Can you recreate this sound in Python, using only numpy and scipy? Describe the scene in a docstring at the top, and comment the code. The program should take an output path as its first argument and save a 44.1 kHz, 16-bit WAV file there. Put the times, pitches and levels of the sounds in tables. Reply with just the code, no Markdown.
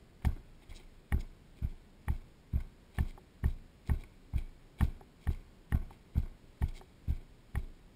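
"""Marching firefighters heard from a body-worn camera

Firefighters march in step over paving and asphalt, one of them wearing a camera.
Each footfall jolts the camera through the body: pulses ring its mount as a low thud.
On many steps and some rebounds the housing clacks, as a burst of decaying modes.
Boots and jackets, shaped noise, are heard faintly through the closed shell, over steady hiss and rumble.
A sample-and-hold recorder mirrors it all into the treble."""
import sys
import numpy as np
from scipy import signal
from scipy.fft import rfft, irfft, next_fast_len
from scipy.io import wavfile
from scipy.ndimage import map_coordinates

SR = 44100
rng = np.random.default_rng(int(sys.argv[2]) if len(sys.argv) > 2 else 0)


def pcm_store(signal):
    """Save signal as 16-bit PCM."""
    levels = np.round(np.clip(np.atleast_2d(signal), -1, 1) * 32767)
    wavfile.write(sys.argv[1], SR, levels.astype(np.int16).T)


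N = 350681  # length in samples


def amp(db):
    """Decibels to gain."""
    return 10 ** (np.asarray(db) / 20)


def unit(x):
    """Scale to rms 1."""
    return x / np.sqrt(np.mean(x ** 2) + 1e-20)


def along(points, hz):
    """Read (Hz, value) points on a log frequency axis."""
    point_hz, values = np.transpose(points)
    return np.interp(np.log(hz + 1), np.log(point_hz + 1), values)


def filtered(x, response):
    """Filter x by a complex response of frequency."""
    size = next_fast_len(N + SR)
    spectrum = rfft(x, size) * response(np.fft.rfftfreq(size, 1 / SR))
    return irfft(spectrum, size)[:N]


def noise(spectrum):
    """Coloured noise of rms 1."""
    white = rng.standard_normal(N)
    return unit(filtered(white, lambda hz: amp(along(spectrum, hz))))


def wobble(rate):
    """A smooth random curve, rate knots a second."""
    knots = rng.standard_normal(int(N * rate / SR) + 4)
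    return map_coordinates(knots, [np.arange(N) * rate / SR])


def add(track, s, sound):
    """Mix a sound into a track from time s on."""
    start = max(round(s * SR), 0)
    part = track[start:start + len(sound)]
    part += sound[:len(part)]


def resonances(modes, f):
    """Summed response of (Hz, width Hz, gain) resonators."""
    return sum(gain * 1j * f * width / (hz * hz - f * f + 1j * f * width) for hz, width, gain in modes)


# Colour of hiss and outdoor rumble. Each row: frequency in Hz, relative density in dB per Hz.
AIR_SPECTRUM = [(12, -38), (20, -4), (49, -5), (86, -8.5), (197, -10.5), (399, -17), (737, -26), (890, -26),
                (1360, -30), (1810, -29.5), (1980, -30.5), (4980, -34.5), (5600, -35), (7280, -23),
                (12300, -120)]
# Sway and bounce of the camera mount. Each row: frequency in Hz, width in Hz, relative gain (linear).
MOUNT_MODES = [(27.2, 7.4, 7.8), (68, 44, 3), (118, 16, .7), (212, 22, 1.3), (378, 20, 1)]


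def air(level_db=-59.5, sway_db=-61):
    """Steady hiss and outdoor rumble, over noise through the lowest mount mode: the carried camera's sway."""
    white = rng.standard_normal(N)
    sway = unit(filtered(white, lambda f: resonances(MOUNT_MODES[:1], f) ** 2))
    return amp(level_db) * noise(AIR_SPECTRUM) + amp(sway_db) * sway


# Colour of rubbing cloth and soles. Each row: frequency in Hz, relative density in dB per Hz.
RUB_SPECTRUM = [(100, 7), (400, -1.5), (800, -4), (1400, -10.5), (2300, -0.5), (4000, 0), (5300, -0.5),
                (6000, 3.5)]


def jackets(level_db=-71, sway_db=3):
    """Heavy cloth keeps up a faint, slowly swaying rustle."""
    return amp(level_db + sway_db * wobble(7.1)) * noise(RUB_SPECTRUM)


# The wearer's footfalls. Each row: main blow in seconds, relative level in dB, duration ratio.
STEPS = [(0.272, -25, 1.01), (0.715, -51, 0.88), (1.146, -26.5, 1), (1.649, -31, 1.09), (2.104, -30, 1.04),
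         (2.561, -29, 1.03), (3.008, -27, 1.01), (3.46, -27.5, 1.01), (3.917, -26.5, 0.99),
         (4.362, -31, 1.07), (4.832, -24, 1), (5.292, -27.5, 0.92), (5.748, -24.5, 1.03),
         (6.181, -26, 0.98), (6.64, -29, 1), (7.106, -30, 1.01), (7.576, -31.5, 1.11)]
# The soles start to roll ROLL_LEAD_S before the main blow, then rise, hold and release (s).
ROLL_LEAD_S, ROLL_RISE_S, ROLL_HOLD_S, ROLL_RELEASE_S = 0.067, 0.066, 0.041, 0.055


def rolls(level_db=-55, vary_db=0.5, uneven_db=3.5, grit_db=3):
    """At every step the soles grind from heel to toe, about equally whether the step is hard or light."""
    pressure, t = np.zeros(N), np.arange(SR // 3) / SR
    corners = np.cumsum([0, ROLL_RISE_S, ROLL_HOLD_S, ROLL_RELEASE_S])
    shape = np.interp(t, corners, [0, 1, 1, 0])
    for (s, _, _), size in zip(STEPS, rng.standard_normal(len(STEPS))):
        add(pressure, s - ROLL_LEAD_S, amp(level_db + vary_db * size) * shape)
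    roughness_db = uneven_db * wobble(50) + grit_db * wobble(400)
    return pressure * unit(noise(RUB_SPECTRUM) * amp(roughness_db))


# The sharpest taps of soles and grit. Each row: start in seconds, relative level in dB.
TAPS = [(0.222, -65), (0.716, -63), (2.145, -66.5), (2.602, -61.5), (2.95, -65.5), (4.037, -60.5),
        (5.347, -64), (6.147, -66), (6.191, -64)]
# Colour of grit. Each row: frequency in Hz, relative density in dB per Hz.
GRIT_SPECTRUM = [(100, 19.5), (400, -8), (800, 3.5), (1500, 4.5), (2300, 6), (4000, -5.5), (6000, -1.5)]


def taps(level_db=14, t60=0.036, faint_db=-70, vary_db=1.5, lead_s=.02, spread_s=.05, fade_db=2.0, count=5):
    """A toe or bit of grit meets stone: a sudden, quickly dying burst. Faint ones scatter around every step."""
    burst, t = np.zeros(N), np.arange(SR // 10) / SR
    faint = []
    for s, _, _ in STEPS:
        for late, size in zip(rng.exponential(size=count), rng.standard_normal(count)):
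            # later ones are weaker
            faint.append((s - lead_s + spread_s * late, faint_db + vary_db * size - fade_db * late))
    for s, db in list(TAPS) + faint:
        add(burst, s, amp(db + level_db - 60 * t / t60))
    return burst * noise(GRIT_SPECTRUM)


# Soles that drag and stand out. Each row: centre in seconds, relative level in dB,
# half length (Gaussian sigma) in seconds, hiss relative to the dull part in dB.
SCUFFS = [(0.256, -56, 0.0065, 5), (0.628, -63, 0.0091, -10), (0.764, -59, 0.012, 10),
          (0.804, -58, 0.008, -20), (1.208, -60, 0.0085, 6.5), (1.579, -66.5, 0.016, -5),
          (2.982, -63, 0.029, -3), (3.089, -63.5, 0.018, 0.5), (3.879, -61, 0.011, 4),
          (4.012, -59.5, 0.0086, -1), (4.385, -53.5, 0.0064, -6), (4.796, -55.5, 0.007, -9),
          (4.831, -57.5, 0.015, 3), (5.236, -66.5, 0.02, -2), (5.321, -65, 0.013, 1.5),
          (5.929, -65, 0.018, -7), (6.688, -62.5, 0.0061, 6), (6.77, -59.5, 0.015, 5)]


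def scuffs(level_db=14, grit_db=4.0, hiss_hz=4000):
    """A dragged sole makes a short stroke of gritty friction; some hiss more sharply than others."""
    stroke, hiss = np.zeros((2, N))
    for s, db, half, hiss_db in SCUFFS:
        t = np.arange(round(6 * half * SR)) / SR - 3 * half
        swell = amp(db + level_db) * np.exp(-.5 * (t / half) ** 2)
        add(stroke, s + t[0], swell)
        add(hiss, s + t[0], swell * amp(hiss_db))
    grit = unit(noise(RUB_SPECTRUM) * amp(grit_db * wobble(400)))
    dull = filtered(grit, lambda hz: 1 / (1 + (hz / hiss_hz) ** 6))
    return stroke * dull + hiss * (grit - dull)


# Colour of soles slapping the ground. Each row: frequency in Hz, relative density in dB per Hz.
SLAP_SPECTRUM = [(60, 4), (200, 24), (400, 3.5), (700, 3.5), (1500, 3.5), (2300, -8), (4000, -30),
                 (6000, -13)]


def boots(level_db=-53, lead_s=.028, spread_s=.035, t60=0.12, crunch_db=4, follow=1.0, count=10):
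    """The group's soles slap the ground nearly together, harder when the wearer stamps."""
    power, t = np.zeros(N), np.arange(SR // 5) / SR
    usual_db = np.median(np.array(STEPS)[:, 1])
    for s, db, _ in STEPS:
        force_db = level_db + follow * (db - usual_db)
        for late, size in zip(rng.exponential(size=count), rng.standard_normal(count)):
            slap = amp(force_db + 2 * size - 2 * late - 60 * t / t60)
            add(power, s - lead_s + spread_s * late, slap ** 2)
    return np.sqrt(power) * unit(noise(SLAP_SPECTRUM) * amp(crunch_db * wobble(300)))


# Decay of the house front's answer. Each row: frequency in Hz, t60 in seconds.
WALL_DECAY = [(200, 0.74), (2000, 1), (10000, 0.16)]


def wall(x):
    """A short diffuse answer from the house front: decaying noise, delayed by 12.5 ms."""
    hz, t, z = signal.stft(rng.standard_normal(SR // 2), SR, nperseg=256)
    decay = amp(-60 * t / along(WALL_DECAY, hz)[:, None])
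    tail = signal.istft(z * decay, SR, nperseg=256)[1]
    delayed = np.pad(x, (SR // 80, 0))
    return signal.fftconvolve(delayed, tail / np.linalg.norm(tail))[:N]


# Resonances that let outside sound in. Each row: frequency in Hz, width in Hz, gain in dB.
SHELL_MODES = [(385.4, 68, 10), (682, 266, 4.5), (850, 130, -9.5), (1064, 100, -2), (1470, 170, 0),
               (2160, 288, 5), (3190, 350, -1.5), (3823, 52, 2), (4800, 1100, -14)]


def through_shell(outside):
    """The closed housing passes airborne sound mainly at its resonances."""
    modes = [(hz, width, amp(db)) for hz, width, db in SHELL_MODES]
    return filtered(outside, lambda f: resonances(modes, f))


def ring(modes, t, spread_db, detune):
    """One decaying sine a mode, a little different in strength and pitch at every blow."""
    hz, db, t60 = np.transpose(modes)[:, :, None]
    size, shift = rng.standard_normal((2, *hz.shape))
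    envelope = amp(db + spread_db * size - 60 * t / t60)
    return envelope * np.sin(2 * np.pi * hz * (1 + detune * shift) * t)


# The housing hits its stop, at a hard heel strike or lightly on the rebound.
# Each row: contact in seconds, relative level in dB.
CLACKS = [(0.249, -37), (1.123, -37), (2.083, -39), (2.986, -38), (3.177, -47.5), (3.441, -40.5),
          (3.896, -39.5), (4.809, -36), (5.01, -47.5), (5.272, -40), (5.723, -39), (5.907, -47.5),
          (6.622, -40.5), (6.812, -46.5), (7.555, -39)]
# Modes of the housing. Each row: nominal frequency in Hz, relative level in dB, t60 in seconds.
HOUSING_MODES = [(210, -8, .04), (375.3, -2, 0.18), (782, 5.5, 0.058), (876, 3.5, 0.037),
                 (1087, 11.5, 0.0091), (1440, -9, 0.0061), (1540, -2, 0.01), (1853, 12, 0.022),
                 (2250, 7.5, 0.017), (2560, 0.5, 0.0066), (2860, 0.5, 0.018), (3470, -2, 0.0097),
                 (4860, -29, 0.0037)]
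# A clack below FULL_CLACK_DB loses treble: dB per octave for each dB it is weaker.
FULL_CLACK_DB, CLACK_DULLING = -38, 1.74


def clacks(level_db=-6, bounce_s=0.00448, bounce_db=-7, soft_hz=1100, attack_s=0.0001,
           slide_db=-17, slide_s=0.0081):
    """The housing slides into its stop and the contact wakes its modes; a duller bounce follows at once."""
    track, slide = np.zeros((2, N))
    t = np.arange(SR // 12) / SR
    hz = np.array(HOUSING_MODES)[:, :1]
    sign = (-1) ** np.arange(len(hz))[:, None]  # neighbouring modes start in opposite directions
    octaves = np.clip(np.log2(hz / 900), 0, 1.3)
    for s, db in CLACKS:
        bright_db = CLACK_DULLING * min(db - FULL_CLACK_DB, 0)
        modes = sign * ring(HOUSING_MODES, t, spread_db=2.0, detune=0.02) * amp(bright_db * octaves)
        crack = amp(bright_db - 14 - 60 * t / 0.038) * rng.standard_normal(len(t))
        contact = (modes.sum(0) + crack) * (1 - np.exp(-t / attack_s))
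        bounce = (modes / (1 + (hz / soft_hz) ** 4)).sum(0)
        add(track, s, amp(db + level_db) * contact)
        add(track, s + bounce_s, amp(db + level_db + bounce_db) * bounce)
        # the slide swells up to the moment of contact
        add(slide, s - t[-1], amp(db + slide_db) * np.exp(-t[::-1] / slide_s))
    return track + slide * noise(GRIT_SPECTRUM)


# Jolts within a footfall, from heel strike to settling.
# Each row: nominal delay from the main blow in seconds, signed relative push, nominal contact time in seconds.
JOLTS = [(-.022, .58, .0037), (-.008, .35, .007), (0, -.95, .0035), (.021, .24, .006), (.054, .09, .008)]
# A lighter step lands more softly: contact time ratio at FIRM_DB, its growth in dB per dB of lost force.
FIRM_DB, FIRM_SOFTNESS, SOFTENING = -25, 0.93, 0.29


def thuds(vary=0.16, scatter=0.032, heel_ratio=0.85):
    """Each jolt is a smooth push with recoil, longer on a light step; the mount rings on after it."""
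    track = np.zeros(N)
    lead = .1  # seconds of room before the main blow
    t = np.arange(SR // 3) / SR - lead
    for s, db, duration in STEPS:
        softness = FIRM_SOFTNESS * amp(SOFTENING * (FIRM_DB - db))
        draws = rng.standard_normal((len(JOLTS), 2))
        for k, ((delay, push, contact), (late, size)) in enumerate(zip(JOLTS, draws)):
            width = contact * softness * (heel_ratio if k == 0 else 1)
            # only jolts after the main blow scatter in time
            moment = delay * duration + max(delay, 0) * scatter * late
            u = (t - moment) / width
            pulse = (1 - 3 * u ** 2) / (1 + u ** 2) ** 3
            add(track, s - lead, amp(db) * push * (1 + vary * size) * pulse)
    return filtered(track, lambda f: 1 + resonances(MOUNT_MODES, f))


# Colour of shaking jacket and straps. Each row: frequency in Hz, relative density in dB per Hz.
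STRAPS_SPECTRUM = [(20, -18), (60, 9.5), (130, 1.5), (250, -7), (340, -23), (500, -43), (1200, -70)]


def shudder(level_db=-17, rise_s=0.017, t60=0.55):
    """Jacket and straps shake loosely after each footfall, giving the thud a ragged tail."""
    shake, t = np.zeros(N), np.arange(SR // 2) / SR
    heel_s = JOLTS[0][0]
    for s, db, _ in STEPS:
        add(shake, s + heel_s, amp(db + level_db - 60 * t / t60) * (1 - np.exp(-t / rise_s)))
    return shake * noise(STRAPS_SPECTRUM)


def scene():
    """Body-borne thuds and clacks, with the airborne steps around them."""
    outside = jackets() + rolls() + taps() + scuffs() + boots()
    outside = outside + amp(-15.5) * wall(outside)
    return (air() + through_shell(outside) + clacks() + thuds() + shudder())[None]


EDGE_HZ = 5646  # the recorder's input filter
HOLD_HZ = 12000  # its sampling rate
TOP_HZ = 15650  # nothing passes above this


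def record(dry):
    """Band-limited sampling at a low rate; holding each sample mirrors the sound around that rate."""
    band = filtered(dry[0], lambda hz: 1 / (1 + (hz / EDGE_HZ) ** 36) * (hz < HOLD_HZ / 2))
    # the cosine makes the mirror images, the sinc is the response of the hold
    sampled = band * (1 + 2 * np.cos(2 * np.pi * HOLD_HZ * np.arange(N) / SR))
    return filtered(sampled, lambda hz: np.sinc(hz / HOLD_HZ) * (hz < TOP_HZ))[None]


dry = scene()
out = record(dry)
pcm_store(out)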